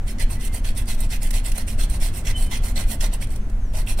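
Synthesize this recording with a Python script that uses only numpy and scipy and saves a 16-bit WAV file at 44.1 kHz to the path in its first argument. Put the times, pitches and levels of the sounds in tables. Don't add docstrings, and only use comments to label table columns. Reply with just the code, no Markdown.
import sys
import numpy as np
from scipy import signal
from scipy.fft import rfft, irfft
from scipy.io import wavfile
from scipy.ndimage import uniform_filter1d

SR = 44100
rng = np.random.default_rng(int(sys.argv[2]) if len(sys.argv) > 2 else 0)


def persist_wave(psi):
    counts = np.round(np.clip(psi, -1, 1) * 32767).astype(np.int16)
    wavfile.write(sys.argv[1], SR, np.atleast_2d(counts).T)


N = 176400
T, HZ = np.arange(N) / SR, np.maximum(np.fft.rfftfreq(N, 1 / SR), 1)
STEREO_ABOVE_HZ = 780


def undb(db):
    return 10 ** (np.asarray(db) / 20)


def unit(x):
    return x / np.sqrt(np.mean(np.abs(x) ** 2))


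def pan(left_minus_right_db):
    return undb(np.array([[.5], [-.5]]) * left_minus_right_db)


def curve(points):
    hz, value = np.array(points).T
    return np.interp(np.log(HZ), np.log(hz), value)


def above(hz, order):
    return 1 / (1 + (hz / HZ) ** order)


def wander(hz):
    return unit(irfft(rfft(rng.standard_normal(N)) / (1 + (HZ / hz) ** 4), N))


def decay(start_s, tau_s):
    return np.exp(-np.clip((T - start_s) / tau_s, 0, 20))


def minimum_phase(gain, size=2048):
    cepstrum = irfft(np.log(gain + 1e-5), N)
    cepstrum[1:N // 2] *= 2
    cepstrum[N // 2 + 1:] = 0
    return irfft(np.exp(rfft(cepstrum)), N)[:size]


def through(x, ir):
    return signal.fftconvolve(x, ir)[:N]


def sine(hz):
    return np.sqrt(2) * np.sin(2 * np.pi * np.cumsum(hz) / SR)


def tone(hz, points):
    times, db = np.array(points).T
    envelope = undb(np.interp(T, times, db)) * (T > times[0]) * (T < times[-1])
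    return uniform_filter1d(envelope, size=300) * sine(hz)


# f/Hz, relative density/dB
RUMBLE_SPECTRUM = [(8, -4), (20, 0), (30, 2.5), (37, -6), (56, -10.5), (80, -15), (112, -18.5),
                   (155, -28.5), (200, -26.5), (225, -25), (250, -29), (300, -34), (420, -40.5), (700, -43),
                   (1000, -49.5), (1600, -50), (2500, -57), (4500, -66), (7300, -64), (10000, -66.5),
                   (15000, -75)]
# t/s, level/dB
RUMBLE_ENVELOPE = [(0, -18.5), (1.5, -19.5), (2.3, -18), (3.1, -18.5), (4, -20.5)]


def rumble(wide_above_hz=670, waver_db=.32, hum_hz=223.9, hum_db=-56.5):
    mid, side = rfft(rng.standard_normal((2, N)))
    width = HZ ** 2 / (HZ ** 2 + wide_above_hz ** 2)
    stereo = mid + np.array([[1], [-1]]) * width * side
    air = unit(irfft(undb(curve(RUMBLE_SPECTRUM)) * stereo, N))
    hum = sine(hum_hz * (1 + .0298 * wander(hz=14.63)))
    air_db = np.interp(T, *np.array(RUMBLE_ENVELOPE).T) + waver_db * wander(hz=1)
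    return undb(air_db) * air + undb(hum_db) * hum


def yard(x, t60_s=.42, level_db=-8, damp_hz=3760, rise_s=.004):
    envelope = undb(-60 * np.minimum(T / t60_s, 2)) * np.minimum(T / rise_s, 1)
    tail = unit(rng.standard_normal(N) * envelope)
    dull_tail = irfft(rfft(tail) / np.sqrt(N * (1 + (HZ / damp_hz) ** 4)), N)
    return undb(level_db) * through(x, dull_tail[:SR])


# t/s, f/Hz, level/dB
WHISTLE_GLIDES = [
    [(.33, 1930, -54), (.37, 1977, -55), (.41, 2000, -46), (.435, 2040, -65), (.49, 2100, -50),
     (.56, 2090, -58)],
    [(3.39, 6350, -73), (3.42, 6270, -63), (3.48, 6300, -72)],
    [(3.58, 6570, -75), (3.635, 6380, -62), (3.68, 5655, -63), (3.73, 5535, -65)],
]


def whistles(flutter_db=2.3):
    out = np.zeros(N)
    for call in map(np.array, WHISTLE_GLIDES):
        pitch_hz = np.interp(T, call[:, 0], call[:, 1]) * (1 + .0097 * wander(hz=210))
        out += tone(pitch_hz, call[:, ::2])
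    return out * undb(flutter_db * wander(hz=50))


# t/s, level/dB
GROAN_ONSETS = [(3.738, -36), (3.988, -35)]


def groans(centre_hz=643, width_hz=250, rise_s=.004, decay_s=.031):
    envelope = sum(undb(db) * np.clip((T - start) / rise_s, 0, 1) * decay(start, decay_s)
                   for start, db in GROAN_ONSETS)
    resonance = 1 / (1 + (2 * (HZ - centre_hz) / width_hz) ** 2)
    return envelope * unit(irfft(rfft(rng.standard_normal(N)) * resonance, N))


# t/s, level/dB
SQUEAL_ENVELOPE = [(2.334, -58), (2.353, -37), (2.365, -28.5), (2.38, -44.5), (2.429, -53), (2.522, -54)]


def squeal(pitch_hz=3043, waver=.0047, pan_db=-1):
    return tone(pitch_hz * (1 + waver * wander(hz=96.4)), SQUEAL_ENVELOPE) * pan(pan_db)


# t/s, f/Hz, level/dB
CHATTER_BURSTS = [(0.313,8900,-31.5), (0.782,8630,-33), (1.010,8500,-36), (1.233,8766,-45),
                  (1.464,8417,-26), (2.424,8600,-37), (2.779,4200,-30), (3.139,8330,-28),
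                  (3.226,2442,-31.5), (3.875,2850,-29.5)]


def chatter(half_width_s=.0034, wobble_rad=2.8, pan_db=-7):
    out = np.zeros(N)
    wobble = wobble_rad * wander(hz=240)
    for peak_s, hz, db in CHATTER_BURSTS:
        envelope = np.exp(-np.minimum(((T - peak_s) / half_width_s) ** 2, 20))
        out += undb(db) * envelope * np.sin(2 * np.pi * hz * T + wobble)
    return out * pan(pan_db)


# t/s, drive level/dB
KNOCK_ONSETS = [(0.856,-39), (0.946,-30), (1.307,-21), (1.518,-24.5), (2.002,-36), (3.271,-38),
                (3.36,-31.5), (3.498,-39.5)]


def knocks(decay_s=.004, tilt_db_per_octave=1.5):
    envelope = sum(undb(db) * (T >= start) * decay(start, decay_s) for start, db in KNOCK_ONSETS)
    tilt = undb(tilt_db_per_octave * np.log2(HZ))
    return envelope * unit(irfft(rfft(rng.standard_normal((2, N))) * tilt, N))


def scatter(x, size=1024, decay_s=.0024, echo_db=5):
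    echoes = rfft(unit(rng.standard_normal(size) * np.exp(-T[:size] / decay_s))) / np.sqrt(size)
    hz = np.fft.rfftfreq(size, 1 / SR)
    spectrum = 1 + undb(echo_db) * echoes * hz ** 2 / (hz ** 2 + STEREO_ABOVE_HZ ** 2)
    lead = size // 8
    allpass = np.roll(irfft(spectrum / np.abs(spectrum)), lead)
    return signal.fftconvolve(x, allpass)[lead:N + lead]


def shifting_contact(x, rate_hz=19, width_hz=430, depth_db=2.8, size=512):
    hz, times, frames = signal.stft(x, SR, nperseg=size)
    across = np.fft.fftfreq(len(hz), hz[1])[:, None] * 2 * width_hz
    along = np.fft.fftfreq(len(times), times[1]) / rate_hz
    blur = np.exp(-(across ** 2 + along ** 2) / 2)
    noise = rng.standard_normal(blur.shape)
    patches = unit(np.fft.ifft2(np.fft.fft2(noise) * blur).real)
    _, shifted = signal.istft(frames * undb(depth_db * patches), SR, nperseg=size)
    return unit(shifted[:, :N])


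def teeth(speed, full_speed_hz=758.4, jitter=.25, spread_db=4, scrape_db=-2.5):
    rate_hz = full_speed_hz * np.maximum(speed, .3) * np.exp(jitter * wander(hz=300))
    bites = np.diff(np.floor(np.cumsum(rate_hz) / SR), prepend=0)
    strength = undb(spread_db * rng.standard_normal(N).clip(-2, 2))
    ticks = unit(bites * strength / np.sqrt(rate_hz))
    return unit(ticks + undb(scrape_db) * rng.standard_normal(N))


# t/s, length/s, fastest point/share of length, relative body/dB, rasp/dB, hiss/dB
ARM_STROKES = [(0.053, 0.087, 0.47, -74, -41, -41), (0.177, 0.072, 0.56, -51, -32.5, -35),
               (0.279, 0.1, 0.42, -51, -42, -41), (0.38, 0.11, 0.8, -65, -39, -38),
               (0.515, 0.094, 0.25, -49.5, -40, -37.5), (0.625, 0.1, 0.48, -53.5, -36.5, -38),
               (0.745, 0.096, 0.23, -50.5, -40.5, -38.5), (0.86, 0.091, 0.4, -49.5, -34.5, -34.5),
               (0.957, 0.119, 0.61, -52, -42, -42.5), (1.086, 0.094, 0.46, -51, -34, -35.5),
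               (1.2, 0.11, 0.29, -53, -38.5, -37.5), (1.321, 0.094, 0.22, -49, -33.5, -34.5),
               (1.428, 0.094, 0.35, -51, -37.5, -36), (1.529, 0.11, 0.45, -51, -37, -38),
               (1.662, 0.097, 0.2, -57, -38.5, -36.5), (1.768, 0.1, 0.41, -49, -33, -34.5),
               (1.875, 0.11, 0.68, -53, -40.5, -40), (1.988, 0.12, 0.43, -50.5, -33, -33.5),
               (2.112, 0.12, 0.47, -56, -42, -39.5), (2.231, 0.098, 0.68, -48, -33, -36),
               (2.343, 0.15, 0.42, -54, -41.5, -38), (2.493, 0.104, 0.38, -47, -30.5, -35),
               (2.618, 0.12, 0.2, -46.5, -37.5, -35.5), (2.747, 0.11, 0.22, -45.5, -32, -35),
               (2.857, 0.11, 0.64, -51, -38.5, -33.5), (2.993, 0.096, 0.36, -44, -32.5, -35),
               (3.111, 0.052, 0.41, -48, -36, -42), (3.197, 0.059, 0.41, -50, -36.5, -37),
               (3.284, 0.105, 0.31, -62, -48.5, -46.5), (3.719, 0.12, 0.44, -48, -38, -39.5),
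               (3.858, 0.095, 0.36, -49, -36, -34.5), (3.967, 0.119, 0.15, -42, -35, -35.5)]
# t/s, relative rasp/dB, hiss/dB
TOOTH_SNAGS = [(0.183,-37,-53), (0.307,-44,-32), (0.407,-35.5,-43), (0.448,-42,-31), (0.543,-49,-34),
               (0.643,-33.5,-56), (0.775,-35,-29), (1.002,-52,-27), (1.227,-57,-30.5), (1.457,-34,-37),
               (1.574,-46,-30.5), (1.675,-38,-38), (1.895,-43,-32.5), (2.171,-54,-34), (2.269,-26.5,-35),
               (2.422,-35.5,-32), (2.758,-29,-38), (2.909,-32.5,-29), (3.006,-25.5,-33), (3.039,-28.5,-47),
               (3.133,-40,-30)]


def arm(slide_s=.019, slide_db=-5, bite_rise_s=.002, snag_rise_s=.002, snag_decay_s=.011):
    speed, power = np.zeros(N), np.zeros((3, N))
    for start, length, fastest, *db in ARM_STROKES:
        progress = np.clip((T - start) / length, 0, 1)
        stroke = np.sin(np.pi / 2 * np.minimum(progress / fastest, (1 - progress) / (1 - fastest)))
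        speed = np.maximum(speed, stroke)
        sliding = np.clip((start + slide_s - T) / bite_rise_s, 0, 1)
        power += (undb(db)[:, None] * stroke ** 1.16 * undb(slide_db * sliding)) ** 2
    for start, *db in TOOTH_SNAGS:
        flare = np.clip((T - start) / snag_rise_s, 0, 1) * decay(start + snag_rise_s, snag_decay_s)
        speed = np.maximum(speed, flare)
        power[1:] += (undb(db)[:, None] * flare) ** 2
    return speed, np.sqrt(power)


# f/Hz, relative level/dB
CUT_COLOUR = [(400, 3), (650, 6), (950, 2), (1250, -3), (1550, 0), (1800, 2), (2200, 3), (2900, 2.5),
              (3550, -1), (4050, 3.5), (4450, 3.5), (4800, -2), (5500, 1.5), (6300, 1), (6650, -2),
              (7200, -1), (8200, -1.5), (9500, 2), (10200, 2), (11400, -2), (12300, -3), (12800, -5.5),
              (15500, -7)]
# f/Hz, width/Hz, gain over broad colour/dB
RESONANCES = [(1870, 70, 3), (2040, 100, 6), (2630, 150, 4), (3050, 70, 5), (3340, 80, 5), (4240, 130, 3),
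              (5390, 160, 3), (5930, 160, 2), (8800, 200, 5), (10200, 200, 1.5), (11950, 200, 2.5)]
# f/Hz, left minus right/dB
EAR_BALANCE = [(650, 0), (1500, -2), (2000, -6), (2700, -1), (3400, -4), (4000, 0), (5500, -3), (7100, -4),
               (7800, -17), (8300, -21), (8800, -16), (10200, -10), (11000, -4), (12000, -9), (12800, -3),
               (15500, -3)]


def pipe_and_blade(low_cut_hz=352):
    peaks_db = sum(db / (1 + (2 * (HZ - hz) / width) ** 2) for hz, width, db in RESONANCES)
    colour = undb(curve(CUT_COLOUR) + peaks_db) * above(low_cut_hz, order=3)
    return unit(colour * pan(curve(EAR_BALANCE)))


def saw(body_db=5.5, rasp_db=-.5, hiss_db=1.5, body_top_hz=1490, rasp_top_hz=7340, judder_db=1.18):
    speed, drives = arm()
    apart = .42 * above(STEREO_ABOVE_HZ, order=4)
    common = np.sqrt(1 - apart) * rfft(teeth(speed))
    separate = np.sqrt(apart) * rfft([teeth(speed), teeth(speed)])
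    judder = undb(judder_db * wander(hz=149))
    force = shifting_contact(irfft(common + separate, N) * judder)
    ear_gains = pipe_and_blade()
    over_body, over_rasp = above(body_top_hz, order=12), above(rasp_top_hz, order=20)
    bands = [(1 - over_body, body_db), (over_body - over_rasp, rasp_db), (over_rasp, hiss_db)]
    excitation = knocks()
    for drive, (band, db) in zip(drives, bands):
        band_rms = np.sqrt(np.mean((ear_gains * band) ** 2))
        excitation += undb(db) * irfft(rfft(force * drive) * band, N) / band_rms
    return np.array([scatter(through(x, minimum_phase(gain))) for x, gain in zip(excitation, ear_gains)])


def scene():
    direct = saw() + chatter() + groans() + squeal() + whistles()
    return direct + np.array([yard(ear) for ear in direct]) + rumble()


def record(dry):
    top_hz = 15750
    return signal.sosfilt(signal.ellip(10, .2, 80, top_hz, fs=SR, output="sos"), dry)


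dry = scene()
out = record(dry)
persist_wave(out)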